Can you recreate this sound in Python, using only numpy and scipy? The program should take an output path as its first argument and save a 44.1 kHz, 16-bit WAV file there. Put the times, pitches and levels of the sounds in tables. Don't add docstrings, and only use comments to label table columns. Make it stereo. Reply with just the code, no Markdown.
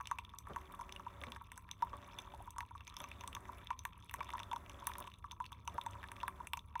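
import sys
import numpy as np
from scipy import signal
from scipy.fft import rfft, irfft, next_fast_len
from scipy.io import wavfile
from scipy.ndimage import uniform_filter1d, map_coordinates

SR = 44100
rng = np.random.default_rng(int(sys.argv[2]) if len(sys.argv) > 2 else 0)


def unload_wav(signal):
    wavfile.write(
        sys.argv[1],
        SR,
        np.round(np.clip(np.atleast_2d(signal).T, -1, 1) * 32767).astype(np.int16),
    )


N = 299880

# pitch_hz, relative density_db (per Hz)
RUMBLE_SPECTRUM = [(25, -25.5), (45, -2), (57, -6), (72, 5.5), (86, -9), (100, 1), (122, -14), (180, -14.5),
                   (310, -24.5), (900, -38), (2000, -81)]
# pitch_hz (sways by HOLLOW_SWAY), width_hz, relative level_db
HOLLOW_MODES = [(951.7, 53.4, 8.5), (1029.7, 19.2, 8), (1122.5, 29.4, 8.5), (1322, 72, 2.5)]
# pitch_hz, width_hz, relative level_db
ALCOVE_MODES = [(1700, 630, -8.5), (2340, 129, 3), (2650, 210, 0), (3540, 276, 5.5), (5333, 238, -2),
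                (6076, 225, 5.5), (8090, 252, 2), (8570, 240, 5.5), (9760, 130, -0.5), (10240, 100, 3.5),
                (10930, 470, 5), (11940, 270, 9.5), (14160, 2100, 4.5)]
# start_s, relative level_db, pitch_hz
PLINKS = [(0.002, -38, 1050), (0.01, -35, 1430), (0.056, -44.5, 3240), (0.249, -49, 3300),
          (0.293, -48.5, 3300), (0.386, -36.5, 6460), (0.337, -46, 1120), (0.47, -40.5, 1155),
          (0.738, -44, 1110), (0.792, -40, 954), (0.893, -42, 2250), (0.923, -38.5, 3200),
          (0.924, -44, 5130), (0.962, -38.5, 2840), (0.996, -42, 1156), (1.065, -40, 947),
          (1.215, -41.5, 3100), (1.237, -33, 1970), (1.268, -46, 3400), (1.362, -37, 1400),
          (1.412, -45, 1030), (1.69, -44.5, 1650), (1.87, -48, 1170), (1.931, -41.5, 1110),
          (2.273, -47.5, 1080), (2.338, -42, 745), (2.404, -43.5, 677), (2.475, -43, 970),
          (2.506, -45.5, 8100), (2.562, -44.5, 980), (2.626, -45.5, 970), (2.709, -44.5, 930),
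          (2.751, -46, 1070), (2.807, -47, 2650), (2.87, -45.5, 3480), (2.899, -42.5, 3970),
          (3.115, -38, 2460), (3.329, -43, 2710), (3.454, -42.5, 1760), (3.491, -40.5, 960),
          (3.671, -40, 3170), (3.791, -40.5, 5860), (3.852, -40, 11200), (4.095, -39, 2800),
          (4.111, -40, 1740), (4.112, -43.5, 14700), (4.228, -39, 1450), (4.291, -39, 1600),
          (4.304, -38.5, 2090), (4.328, -45.5, 3540), (4.35, -38.5, 994), (4.381, -40, 1760),
          (4.393, -41, 3480), (4.432, -37, 3170), (4.662, -48, 2600), (4.822, -44, 980), (4.87, -26, 10300),
          (4.895, -39.5, 970), (4.917, -39, 1740), (4.936, -43.5, 3680), (4.954, -37, 1700),
          (4.983, -46, 990), (4.983, -38, 11600), (5.003, -43, 1040), (5.003, -37.5, 15500),
          (5.025, -45.5, 3520), (5.041, -46, 2970), (5.074, -46, 2690), (5.117, -46, 2660),
          (5.042, -47.5, 960), (5.072, -44.5, 990), (5.139, -46.5, 3550), (5.242, -40, 1140),
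          (5.318, -43.5, 5900), (5.325, -49.5, 990), (5.442, -46, 2720), (5.455, -48, 2670),
          (5.463, -38.5, 4160), (5.528, -42.5, 3210), (5.813, -38, 3330), (5.953, -47.5, 1040),
          (6.03, -40, 1640), (6.04, -34.5, 1640), (6.086, -45, 3420), (6.165, -41.5, 2140),
          (6.202, -44, 2610), (6.212, -43, 2630), (6.402, -42, 960), (6.534, -41, 10700),
          (6.592, -42.5, 3470)]
# start_s,
# plop_level_db, plop_pitch_hz, snap_level_db, snap_pitch_hz, spray_level_db
COMPOUND_DROPS = [(0.072, -69, 970, -38.5, 2900, -42), (0.113, -29, 1057, -36.5, 1650, -41),
                  (0.186, -40, 1010, -34, 2310, -45), (0.561, -35.5, 1040, -35, 1500, -46.5),
                  (0.811, -38.5, 960, -48, 1850, -47), (1.32, -48.5, 1035, -38, 3200, -59),
                  (1.518, -51, 1040, -39.5, 1700, -43), (1.577, -57, 980, -39, 1520, -43),
                  (1.713, -51, 940, -41, 3700, -39), (1.823, -29.5, 918, -39, 1570, -45.5),
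                  (2.187, -52, 1020, -39, 3400, -45), (2.583, -37, 1047, -48, 1830, -38.5),
                  (2.606, -47.5, 920, -33, 1710, -46), (2.877, -58.5, 960, -42, 2340, -43),
                  (2.967, -50.5, 1010, -35, 3300, -38.5), (3.003, -45, 1030, -39.5, 3230, -51),
                  (3.04, -44.5, 1100, -41.5, 2340, -45), (3.209, -50, 1000, -43, 2660, -45),
                  (3.237, -41.5, 987, -44, 1700, -50), (3.276, -46.5, 1060, -39.5, 3770, -37.5),
                  (3.35, -46, 1090, -37, 3200, -37.5), (3.366, -42.5, 1098, -42, 1700, -64),
                  (3.705, -30.5, 978, -37, 1660, -56), (3.852, -40, 1064, -31, 1700, -42.5),
                  (4.14, -42, 1063, -32, 1580, -35.5), (4.206, -36.5, 1060, -35.5, 2220, -60),
                  (4.335, -37, 1010, -50, 1590, -49.5), (4.4, -37.5, 1046, -39.5, 2430, -46.5),
                  (4.514, -38.5, 1000, -37.5, 3250, -73), (4.531, -32, 870, -34, 1470, -46),
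                  (4.561, -37, 980, -45.5, 3350, -47), (4.696, -52, 1100, -44, 2800, -46),
                  (4.871, -40, 1040, -32.5, 1520, -61), (5.312, -49.5, 1010, -38, 3330, -64),
                  (5.402, -36.5, 988, -48, 1560, -52.5), (5.52, -43, 1055, -53, 2820, -51),
                  (5.676, -33.5, 955, -35, 2800, -39), (5.781, -31, 926, -44, 1600, -51),
                  (5.863, -36, 880, -39, 1540, -43.5), (6.117, -57, 1040, -37, 1610, -42.5),
                  (6.231, -32, 960, -45, 1710, -45.5), (6.28, -52, 970, -31, 1590, -40),
                  (6.471, -64, 1000, -38.5, 2340, -38.5), (6.534, -36, 1054, -33, 2770, -42),
                  (6.572, -42, 990, -44, 2360, -40.5), (6.755, -35, 952, -34, 1620, -59),
                  (6.797, -39, 1150, -38, 3400, -41.5)]
# start_s, stop_s, relative level_db
PUMP_BURSTS = [(0.465, 1.366, -66.5), (1.8, 2.472, -66.5), (2.98, 3.642, -65.5), (4.147, 5.08, -65.5),
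               (5.685, 6.471, -66)]
# multiple of shaft speed, relative level_db
SHAFT_ORDERS = [(9, -2), (13, -4), (18, -2.5), (27, -6), (28, -5), (33, -5.5)]
# pitch_hz, relative density_db (per Hz)
WHIRR_SPECTRUM = [(120, -4), (200, 2), (480, -4.5), (620, -1), (1300, -3.5), (2000, -7.5), (3500, -34),
                  (8000, -23.5), (16000, -49)]
# start_s, relative level_db, pitch_hz
PUMP_CLUNKS = [(0.498, -36.5, 568), (0.521, -48.5, 217), (1.217, -41, 572), (1.27, -43, 241),
               (1.934, -42, 566), (3.01, -42, 599), (4.185, -44.5, 617), (5.003, -42, 601),
               (5.745, -40, 591)]
# pitch_hz, relative density_db (per Hz)
RATTLE_SPECTRUM = [(200, 2), (1300, -3), (2500, -27), (9000, -45)]
# pitch_hz, t60_s
ROOM_DECAY = [(300, 0.32), (2000, 0.085), (12000, 0.15)]
# pitch_hz, lead_rad
PORT_LEAD = [(20, 0), (860, .6), (1700, -.1), (3300, .6), (5400, .4), (6000, -.7), (7800, 0), (8100, 1.9),
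             (9000, 2.1), (10400, .4), (13200, -3), (15500, -5.9)]
# pitch_hz, difference_db
PORT_LEAN = [(60, -2), (380, 0), (700, 4), (950, 6), (1300, 3), (2000, 0), (15000, 0)]

SHAFT_HZ = 20.9
HOLLOW_SWAY = 0.012
TOP_HZ = 16700


def amp(db):
    return 10 ** (np.asarray(db) / 20)


def unit(x):
    return x / np.sqrt(np.mean(x ** 2) + 1e-20)


def along(points, hz):
    f, v = np.transpose(points)
    return np.interp(np.log(hz + 1), np.log(f + 1), v)


def wobble(rate):
    knots = rng.standard_normal(int(N * rate / SR) + 4)
    return map_coordinates(knots, [np.arange(N) * rate / SR])


def filtered(x, response):
    m = next_fast_len(N + SR // 2)
    return irfft(rfft(x, m) * response(np.fft.rfftfreq(m, 1 / SR)), m)[..., :N]


def noise(spectrum):
    white = rng.standard_normal(N)
    return unit(filtered(white, lambda hz: amp(along(spectrum, hz))))


def resonant(x, modes):
    def response(f):
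        return sum((-1) ** k * amp(db) * 1j * f * width / (hz * hz - f * f + 1j * f * width)
                   for k, (hz, width, db) in enumerate(modes))
    return filtered(x, response)


def pings(s, db, hz, cycles, rise, size):
    turns = np.arange(size) / SR * hz[:, None]
    bent_turns = turns * (1 + rise * np.minimum(turns / cycles, 2))
    wave = np.sin(2 * np.pi * bent_turns) * np.exp(-turns / cycles)
    at = np.round(s * SR).astype(int)[:, None] + np.arange(size)
    return np.bincount(at.ravel(), (amp(db)[:, None] * wave).ravel(), N + size)[:N]


def rumble():
    common = amp(-58) * noise(RUMBLE_SPECTRUM)
    apart = amp(-75.0) * noise(RUMBLE_SPECTRUM)
    return np.array([common + apart, common - apart])


def wash(load):
    fizz = unit(resonant(rng.standard_normal(N), HOLLOW_MODES))
    fizz = amp(-75.5 + 1.6 * wobble(8.3)) * fizz
    hiss = unit(resonant(rng.standard_normal(N), ALCOVE_MODES))
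    hiss = amp(-87.5 + 0.8 * wobble(22)) * hiss
    return amp(6.4 * unit(load)) * (fizz + hiss)



def beads(s, db, hz):
    return np.outer([1, 1, 0], pings(s, db, hz, cycles=3.44, rise=0.043, size=500))


def patter(source, count, top_db, hz, spread):
    s, size = rng.random((count, 2)).T
    pitch = np.clip(hz * np.exp(spread * rng.standard_normal(count)), 600, 15000)
    db = top_db + 6 * np.log(size + .04)
    return source(s * (N - 1) / SR, db, pitch)


def trickle(load):
    clumps = amp(3.8 * wobble(5.542) + 1.47 * wobble(25))
    flow = (1.72 + unit(load)) * clumps
    small_drops = (patter(snaps, count=160, top_db=-59.5, hz=2430, spread=0.417)
                   + patter(spits, count=150, top_db=-63.5, hz=9540, spread=0.27)
                   + patter(plops, count=300, top_db=-64.0, hz=1054, spread=0.086))
    burble = patter(beads, count=2600, top_db=-66, hz=2415, spread=0.401)
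    return flow * (small_drops + burble)


def plops(s, db, hz):
    cycles = 1.965 * np.exp(0.29 * rng.standard_normal((len(s), 1)))
    plop = pings(s, db, hz, cycles=cycles, rise=0.015, size=1200)
    click = pings(s, db - 6.5, 1.463 * hz, cycles=2.5, rise=0, size=400)
    return np.array([amp(5.5) * plop, 0 * plop, click])


def snaps(s, db, hz):
    own = rng.standard_normal((len(s), 4))
    slap_db = db + 0.5 + 3.47 * own[:, 0]
    slap_hz = hz * np.exp(0.24 * own[:, 1])
    slap = pings(s, slap_db, slap_hz, cycles=0.66, rise=0, size=200)
    cycles = hz[:, None] * 0.0015 * np.exp(0.39 * own[:, 2:3])
    bubble = pings(s, db - 5, hz, cycles=cycles, rise=0.0724 * np.abs(own[:, 3:]), size=500)
    return amp([[0], [3.5], [-9]]) * (slap + bubble)


def spits(s, db, hz, count=5):
    tick_db = db + 4 * rng.standard_normal(len(s))
    tick = pings(s, tick_db, 0 * s + 10000, cycles=0.35, rise=0, size=24)
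    late = rng.random((len(s), count)) ** 2 * np.arange(count) / count
    detune = np.exp(0.31 * rng.standard_normal(late.shape) * (late > 0))
    pitch = np.clip(hz[:, None] * detune, 3000, 16000)
    level_db = db[:, None] + 2.5 - 22 * late - 5 * (late > 0)
    start_s = np.minimum(s[:, None] + .008 * late, N / SR)
    spray = pings(start_s.ravel(), level_db.ravel(), pitch.ravel(), cycles=2.5, rise=0.021, size=160)
    return amp(3.0) * np.outer([0, 1, 0], tick + spray)


def plinks():
    rows = np.array(PLINKS)
    s, db, hz = rows.T
    kind = np.digitize(hz, [850, 1300, 5000])
    own = rng.standard_normal((len(rows), 2))
    spray = spits(s, db - 22 + 5 * own[:, 0], 8000 * np.exp(0.29 * own[:, 1]))
    main = sum(source(*rows[kind == k].T) for k, source in enumerate([gulps, plops, snaps, spits]))
    return spray + main


def compound_drops():
    s, plop_db, plop_hz, snap_db, snap_hz, spray_db = np.transpose(COMPOUND_DROPS)
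    spray_hz = 6400 * np.exp(0.19 * rng.standard_normal(len(s)))
    return snaps(s, snap_db, snap_hz) + spits(s, spray_db, spray_hz) + plops(s, plop_db, plop_hz)


def air(hollow, alcove, direct):
    turn = np.pi / 4 * (1 + np.tanh(wobble(6.1)))
    low, high = [[(hz * shift, width, db) for hz, width, db in HOLLOW_MODES]
                 for shift in (1 - HOLLOW_SWAY, 1 + HOLLOW_SWAY)]
    mug = resonant(np.cos(turn) * hollow, low) + resonant(np.sin(turn) * hollow, high)
    return mug + resonant(alcove, ALCOVE_MODES) + direct


def kitchen(x):
    hz, t, z = signal.stft(rng.standard_normal((2, SR // 3)), SR, nperseg=256)
    decay = amp(-60 * t / along(ROOM_DECAY, hz)[:, None])
    tail = signal.istft(z * decay, SR, nperseg=256)[1]
    tail = tail / np.linalg.norm(tail[0])
    return signal.fftconvolve(np.pad(x, (200, 0))[None], tail, axes=1)[:, :N]


def duty():
    t = np.arange(N) / SR
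    running = sum(amp(db) * (t > start) * (t < stop) for start, stop, db in PUMP_BURSTS)
    return np.abs(uniform_filter1d(running, size=2200))


def pump(load):
    shaft = 2 * np.pi * np.cumsum(SHAFT_HZ * (1 + 0.0019 * wobble(2.675))) / SR
    tones = sum(amp(db + 3.8 * wobble(12)) * np.sin(round(k) * shaft + 2 * np.pi * rng.random())
                for k, db in SHAFT_ORDERS)
    s, db, hz = np.transpose(PUMP_CLUNKS)
    knocks = (pings(s, db - 12.5, hz, cycles=13.0, rise=0, size=2000)
              + pings(s, db - 9.0, 2.1 * hz, cycles=11.0, rise=0, size=2000))
    shake = pings(s, db - 0.5, 0 * s + 12, cycles=0.13, rise=0, size=3000)
    rattle = shake * noise(RATTLE_SPECTRUM)
    flutter_db = 1.5 * wobble(15)
    whirr = amp(1.0 + flutter_db) * noise(WHIRR_SPECTRUM)
    return load * (amp(-2) * unit(tones) + whirr) + knocks + rattle


def gulps(s, db, hz):
    gulp = pings(s, db, hz, cycles=4.0, rise=0.09, size=1500)
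    return np.outer([1, 0, 1], gulp)


def scene():
    load = duty()
    water = air(*compound_drops() + plinks() + trickle(load)) + wash(load)
    splashes = filtered(water, lambda hz: (1j * hz / (620 + 1j * hz)) ** 2)
    near = amp(2.0) * splashes + pump(load)
    side = np.array([[.5], [-.5]])

    def ports(hz):
        return amp(side * along(PORT_LEAN, hz)) * np.exp(1j * side * along(PORT_LEAD, hz))
    return filtered(near + rumble() + amp(-14.5) * kitchen(near), ports)


def record(dry):
    return filtered(dry, lambda hz: amp(-9 * np.clip((hz - 15200) / 1200, 0, 1)) * (hz < TOP_HZ))


dry = scene()
out = record(dry)
unload_wav(out)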